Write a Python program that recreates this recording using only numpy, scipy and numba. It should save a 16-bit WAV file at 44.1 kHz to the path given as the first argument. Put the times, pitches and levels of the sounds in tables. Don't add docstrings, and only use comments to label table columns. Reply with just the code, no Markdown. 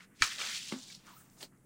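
import sys
import numpy as np
from scipy import signal
from scipy.fft import rfft, irfft
from scipy.io import wavfile
from scipy.ndimage import uniform_filter1d
from numba import njit

SR = 44100
rng = np.random.default_rng(int(sys.argv[2]) if len(sys.argv) > 2 else 0)


def master(y):
    cut = np.clip(np.atleast_2d(y).T, -1, 1)
    pcm = np.round(cut * 32767)
    wavfile.write(sys.argv[1], SR, pcm.astype(np.int16))


def boost(x):
    u = np.asarray(x, float) / 20
    return 10 ** u


N = 72765
t = np.arange(N) / SR

# (time [s], level [dB])
FIBRE_TEARS = [
    (.2211, -19),
    (.22155, -8.5),
    (.2232, -17),
    (.2245, -18),
    (.2272, -25),
    (.2300, -26),
    (.2322, -27),
]
# (pitch [Hz], level [dB], time to fade by 60 dB [s])
STEM_TONES = [(950, -14.5, 0.06), (1330, -10, 0.045), (1490, -11, 0.04), (1640, 2, 0.007),
              (1835, -10, 0.012), (2300, -9, 0.028), (2555, -6, .018), (3180, -7, 0.015),
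              (4030, -15, 0.043), (4380, -11, 0.03), (5500, -7, 0.008), (6400, -11, 0.012),
              (9120, -14, .006), (14300, -19, .004)]
# (pitch [Hz], level [dB], time to fade by 60 dB [s])
BRANCH_TONES = [(30, -14, 0.12), (58, 0, .1), (74, -1, 0.1), (140, -5, 0.081), (290, -6, 0.094)]
# (time [s], level [dB])
BRANCH_JERKS = [
    (0.2098, -38.5),
    (0.2182, -36.5),
]
# (pitch [Hz], level [dB], time to fade by 60 dB [s])
FLESH_TONES = [(236, 4, 0.047), (310, -12, .03), (340, -7, 0.037), (533, -10, 0.036)]
# (time [s], level [dB])
LANDINGS = [
    (0.7235, -27),
    (0.7376, -33),
    (0.7607, -42),
]
# (pitch [Hz], level [dB], time to fade by 60 dB [s])
SKIN_TONES = [(259.8, -3, 0.4), (520, -2, 0.03), (920, 4.5, .012), (1140, 2, 0.019), (1280, -7, 0.032),
              (2100, 3, .015), (2750, -2, 0.025)]
# (time [s], level [dB])
SKIN_SLAP = [
    (.7222, -36),
]
# (time [s], level [dB], lowest crinkle pitch [octaves above 1 kHz])
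LEAF_SHAKE = [(0, -64.5, 0.45), (0.049, -67, 0.33), (.10, -143, 4.4), (.15, -80, 1.3), (.2207, -48, 1.0),
              (.2225, -35, .9), (.245, -35, 0.37), (.30, -41.5, 0.77), (0.374, -48.5, 0.96),
              (0.407, -41.5, 0.3), (0.478, -42.5, .6), (0.569, -40.5, 1.39), (0.604, -46.5, 1.35),
              (.73, -47, 1.55), (.77, -53.5, 1.88), (0.957, -53.5, 1.82), (0.991, -66, 1.8),
              (1.051, -76.5, 0.83)]
# (pitch [Hz], level [dB per Hz])
LEAF_COLOUR = [(240, -47), (400, -25), (1230, -3.5), (2020, -3), (2250, -5), (4580, -3.5), (7510, -7.5),
               (11000, -14.5), (16000, -21)]
# (time [s], level [dB], pitch [Hz], length [cycles])
TICKS = [(.0068, -34, 2100, 6), (0.191, -45, 2150, 5.4), (0.2183, -31, 2070, 12), (0.3838, -33, 2640, 11),
         (.385, -25.5, 3900, 10), (.393, -38.5, 1200, 18), (0.4045, -22, 3100, 6), (0.4163, -24, 3350, 4),
         (0.4175, -25, 2350, 16), (.425, -29, 3300, 8), (.430, -29, 3000, 5), (0.437, -28, 4200, 6),
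         (.444, -31, 4500, 25), (.451, -28, 4500, 12), (.4632, -27, 3000, 4), (.4655, -28, 2800, 4),
         (0.487, -28, 3330, 22), (.4945, -28, 2500, 4), (.787, -42, 7350, 90), (0.9, -46, 2280, 45),
         (.913, -54, 1900, 8), (.925, -39, 3700, 18), (.928, -48, 2100, 8), (0.9458, -36, 5080, 8),
         (.950, -28, 5370, 7.7), (1.069, -35, 6500, 3.3), (1.19, -42, 9000, 8), (1.30, -44, 6200, 6),
         (1.4145, -40, 4600, 14), (1.4272, -33, 4600, 10), (1.4293, -38, 1800, 5), (1.432, -41, 5000, 8),
         (1.439, -42, 4200, 12), (1.457, -46, 4500, 10), (1.4296, -30, 14500, 6), (1.4291, -30, 4270, 13.6),
         (1.431, -43, 478, 7.2), (1.439, -46.5, 347, 5.6), (1.4297, -26, 8500, 5.7),
         (1.575, -52, 6000, 2.64)]
# (time of peak [s], length [s], level [dB], centre [Hz], width [octaves])
BRUSHES = [(.008, 0.045, -60.5, 1900, 0.4), (0.12, 0.08, -71, 1700, .4), (0.404, 0.064, -56, 592, 0.39),
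           (0.733, 0.039, -48, 1188, 1.1), (0.823, 0.17, -70, 1092, 0.71), (0.915, 0.021, -70, 2400, 0.5),
           (1.375, .03, -66, 900, 1.0), (1.42, .03, -53, 8800, .22), (1.428, .025, -56, 15000, .15),
           (.435, .03, -58, 640, .2), (.165, .03, -69, 6500, .5), (.03, .03, -68, 7000, .6),
           (0.996, 0.048, -73, 1470, 0.66), (1.08, 0.018, -56, 1300, 0.28), (1.105, 0.02, -59, 1150, 0.24),
           (1.135, .012, -58, 1050, .12), (1.08, 0.11, -58.5, 4320, 1.41), (1.16, 0.08, -58.5, 14500, 0.15),
           (1.172, 0.02, -59, 1300, 0.09), (1.21, .02, -65, 1400, .2), (1.33, .07, -64, 12000, .6),
           (0.77, 0.12, -67, 7400, 0.21), (1.253, 0.14, -71, 1470, 0.76), (1.19, 0.05, -60, 9200, 0.22),
           (1.2, .1, -70, 7000, .3), (1.395, .05, -58, 7600, 0.5), (1.41, .016, -50, 4500, 1.1),
           (1.433, .025, -52, 5000, 0.9), (1.435, .022, -56, 4450, .12), (1.428, 0.025, -54, 480, 0.8),
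           (1.527, 0.03, -68, 1400, 0.35)]
# (pitch [Hz], level [dB per Hz])
AIR_COLOUR = [(25, -8), (75, -27.5), (185, -5), (700, -31), (2000, -33), (4000, -54), (9300, -29),
              (16000, -30)]
# (pitch [Hz], width [Hz], level [dB])
HUM = [(132.9, 30, -70.5), (178.8, 4.7, -74), (227.5, 60, -78.5)]


def level(x, db):
    return x * boost(db) / np.sqrt(np.mean(x ** 2))


def colour(table, hz):
    table = np.array(table)
    return np.interp(np.log(hz), np.log(table[:, 0]), table[:, 1])


def band(x, hz, width):
    return signal.lfilter(*signal.iirpeak(min(hz, .45 * SR), hz / width, SR), x)


def highpass(x, hz):
    return signal.sosfilt(signal.butter(4, hz, "high", fs=SR, output="sos"), x)


@njit
def rings(start, hz, t60, size, phase, length, sr, rise):
    out = np.zeros(length)
    for k in range(len(start)):
        turn = np.exp(2j * np.pi * hz[k] / sr - np.log(1000.) / (t60[k] * sr))
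        z = size[k] * np.exp(1j * phase[k])
        first = int(start[k] * sr)
        unrisen, rise_step = 1., np.exp(-hz[k] / sr / rise)
        for i in range(max(first, 0), min(length, first + int(t60[k] * sr) + 2)):
            z *= turn
            unrisen *= rise_step
            out[i] += z.imag * (1 - unrisen) ** 2
    return out


def walk(rate):
    k = int(SR / rate)
    steps = np.repeat(rng.standard_normal(N // k + 1), k)
    return 1.3 * uniform_filter1d(uniform_filter1d(steps, k), k)[:N]


def struck(tones, hits):
    tones, hits = np.array(tones), np.array(hits)
    vary = rng.standard_normal((len(hits), len(tones), 2))
    start = np.repeat(hits[:, 0], len(tones))
    size = boost(hits[:, 1:] + tones[:, 1] + 2 * vary[..., 0]).ravel()
    hz = (tones[:, 0] * (1 + .008 * vary[..., 1])).ravel()
    t60 = np.tile(tones[:, 2], len(hits))
    return rings(start, hz, t60, size, 0 * start, N, 1. 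* SR, .15)


def stem_snap():
    low_cut_hz, snap_db = 920, -2.5
    snap = struck(STEM_TONES, FIBRE_TEARS)
    return boost(snap_db) * highpass(highpass(snap, low_cut_hz), low_cut_hz)


def branch_spring():
    return struck(BRANCH_TONES, BRANCH_JERKS)


def apple_thud():
    low_cut_hz, ring_stop_s, ring_fade_s = 150, .809, .004
    still_ringing = np.clip((ring_stop_s - t) / ring_fade_s, 0, 1)
    skin = struck(SKIN_TONES, SKIN_SLAP) * still_ringing
    return highpass(struck(FLESH_TONES, LANDINGS) + skin, low_cut_hz)


def leaves():
    cycles, scatter_db, flutter_db, edge_db_per_octave = 10., 4.6, 1.3, 20
    shake = np.array(LEAF_SHAKE)
    c = rng.random((45000, 5)).T
    at, hz = 1.06 * c[0], 500 + 15300 * c[1] ** 1.496
    lowest = np.interp(at, shake[:, 0], shake[:, 2])
    octaves_below = np.maximum(lowest - np.log2(hz / 1000), 0)
    db = colour(LEAF_COLOUR, hz) + 5.1 * np.log10(hz / 4000) - edge_db_per_octave * octaves_below
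    db = db + np.minimum(-scatter_db * np.log(c[2]), 14)
    db = db + flutter_db * walk(90)[(at * SR).astype(int)]
    t60 = cycles * (1.8 + 1.2 * c[3]) * np.sqrt(hz / 3000) / hz
    x = rings(at, hz, t60, boost(db), 2 * np.pi * c[4], N, 1. * SR, 0.31)
    return level(x, 0.1) * boost(np.interp(t, shake[:, 0], shake[:, 1], right=-120))


def ticks():
    splinter_db, splinter_s, splinter_octaves = -11.5, 0.0071, 0.32
    k = np.array(TICKS)
    c = rng.random((len(k), 7, 3))
    main = np.arange(7) == 0
    at = k[:, :1] + np.where(main, 0, splinter_s * (c[..., 0] ** 2 * 2.0 - .3))
    octaves = np.where(main, 0, splinter_octaves * (4 * c[..., 1] - 2))
    hz = np.minimum(k[:, 2:3] * 2 ** octaves, 15600)
    db = k[:, 1:2] + np.where(main, -2, splinter_db - 8 * c[..., 2])
    t60 = 2 * k[:, 3:] / hz
    return rings(at.ravel(), hz.ravel(), t60.ravel(), boost(db).ravel(), 0 * at.ravel(), N, 1. 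* SR, 0.21)


def brushes():
    hiss_share, cycles, rise_share, flutter_db = .75, 12, 0.42, 0.86
    out = 0
    pitch = np.maximum(np.arange(N // 2 + 1) * SR / N, 20)
    for peak, length, db, centre_hz, octaves in BRUSHES:
        c, spread = rng.random((1500, 3)).T, rng.standard_normal(1500)
        at = peak + length * (5 * c[0] - 2)
        hz = np.clip(centre_hz * 2 ** (octaves * spread), 100, 15800)
        size = boost(np.minimum(-2.2 * np.log(c[1]), 10)) * np.sqrt(hz) * (at > 0)
        t60 = 2 * cycles / min(octaves, 1) / hz
        crinkles = rings(at, hz, t60, size, 2 * np.pi * c[2], N, 1. * SR, 0.48)
        crinkles = crinkles / np.sqrt(np.sum(crinkles ** 2) / (5 * length * SR))
        bell = np.exp(-(np.log2(pitch / centre_hz) / octaves / 2) ** 2) / np.sqrt(pitch)
        hiss = level(irfft(rfft(rng.standard_normal(N)) * bell, N), 0)
        x = np.sqrt(1 - hiss_share) * crinkles + np.sqrt(hiss_share) * hiss
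        d = (t - peak) / length
        swell = np.exp(-np.abs(np.where(d < 0, d / rise_share, d)) ** 1.56)
        out = out + x * boost(db + flutter_db * walk(70)) * swell
    return out


def distant_air():
    out = 0
    for hz in 25 * 2 ** np.arange(0, 9.3, 1 / 3):
        noise = band(band(rng.standard_normal(N), hz, hz / 3), hz, hz / 3)
        out = out + boost(colour(AIR_COLOUR, hz) + 0.88 * walk(7)) * noise
    return level(out, -64.5)


def distant_hum():
    return sum(level(band(rng.standard_normal(N), hz, width), db) for hz, width, db in HUM)


def scene():
    apples = stem_snap() + branch_spring() + apple_thud()
    rustle = leaves() + ticks() + brushes()
    return (apples + rustle + distant_air() + distant_hum())[None]


def low_pass(x):
    return signal.sosfilt(signal.butter(12, 16760, fs=SR, output="sos"), x)


def record(dry):
    dip_hz, dip_width_hz, dip_share, top_hz = 11900, 5500, .8, 15850
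    near = dry - dip_share * band(dry, dip_hz, dip_width_hz)
    near = signal.sosfilt(signal.ellip(8, .2, 50, top_hz, fs=SR, output="sos"), near)
    return low_pass(near)


dry = scene()
out = record(dry)
master(out)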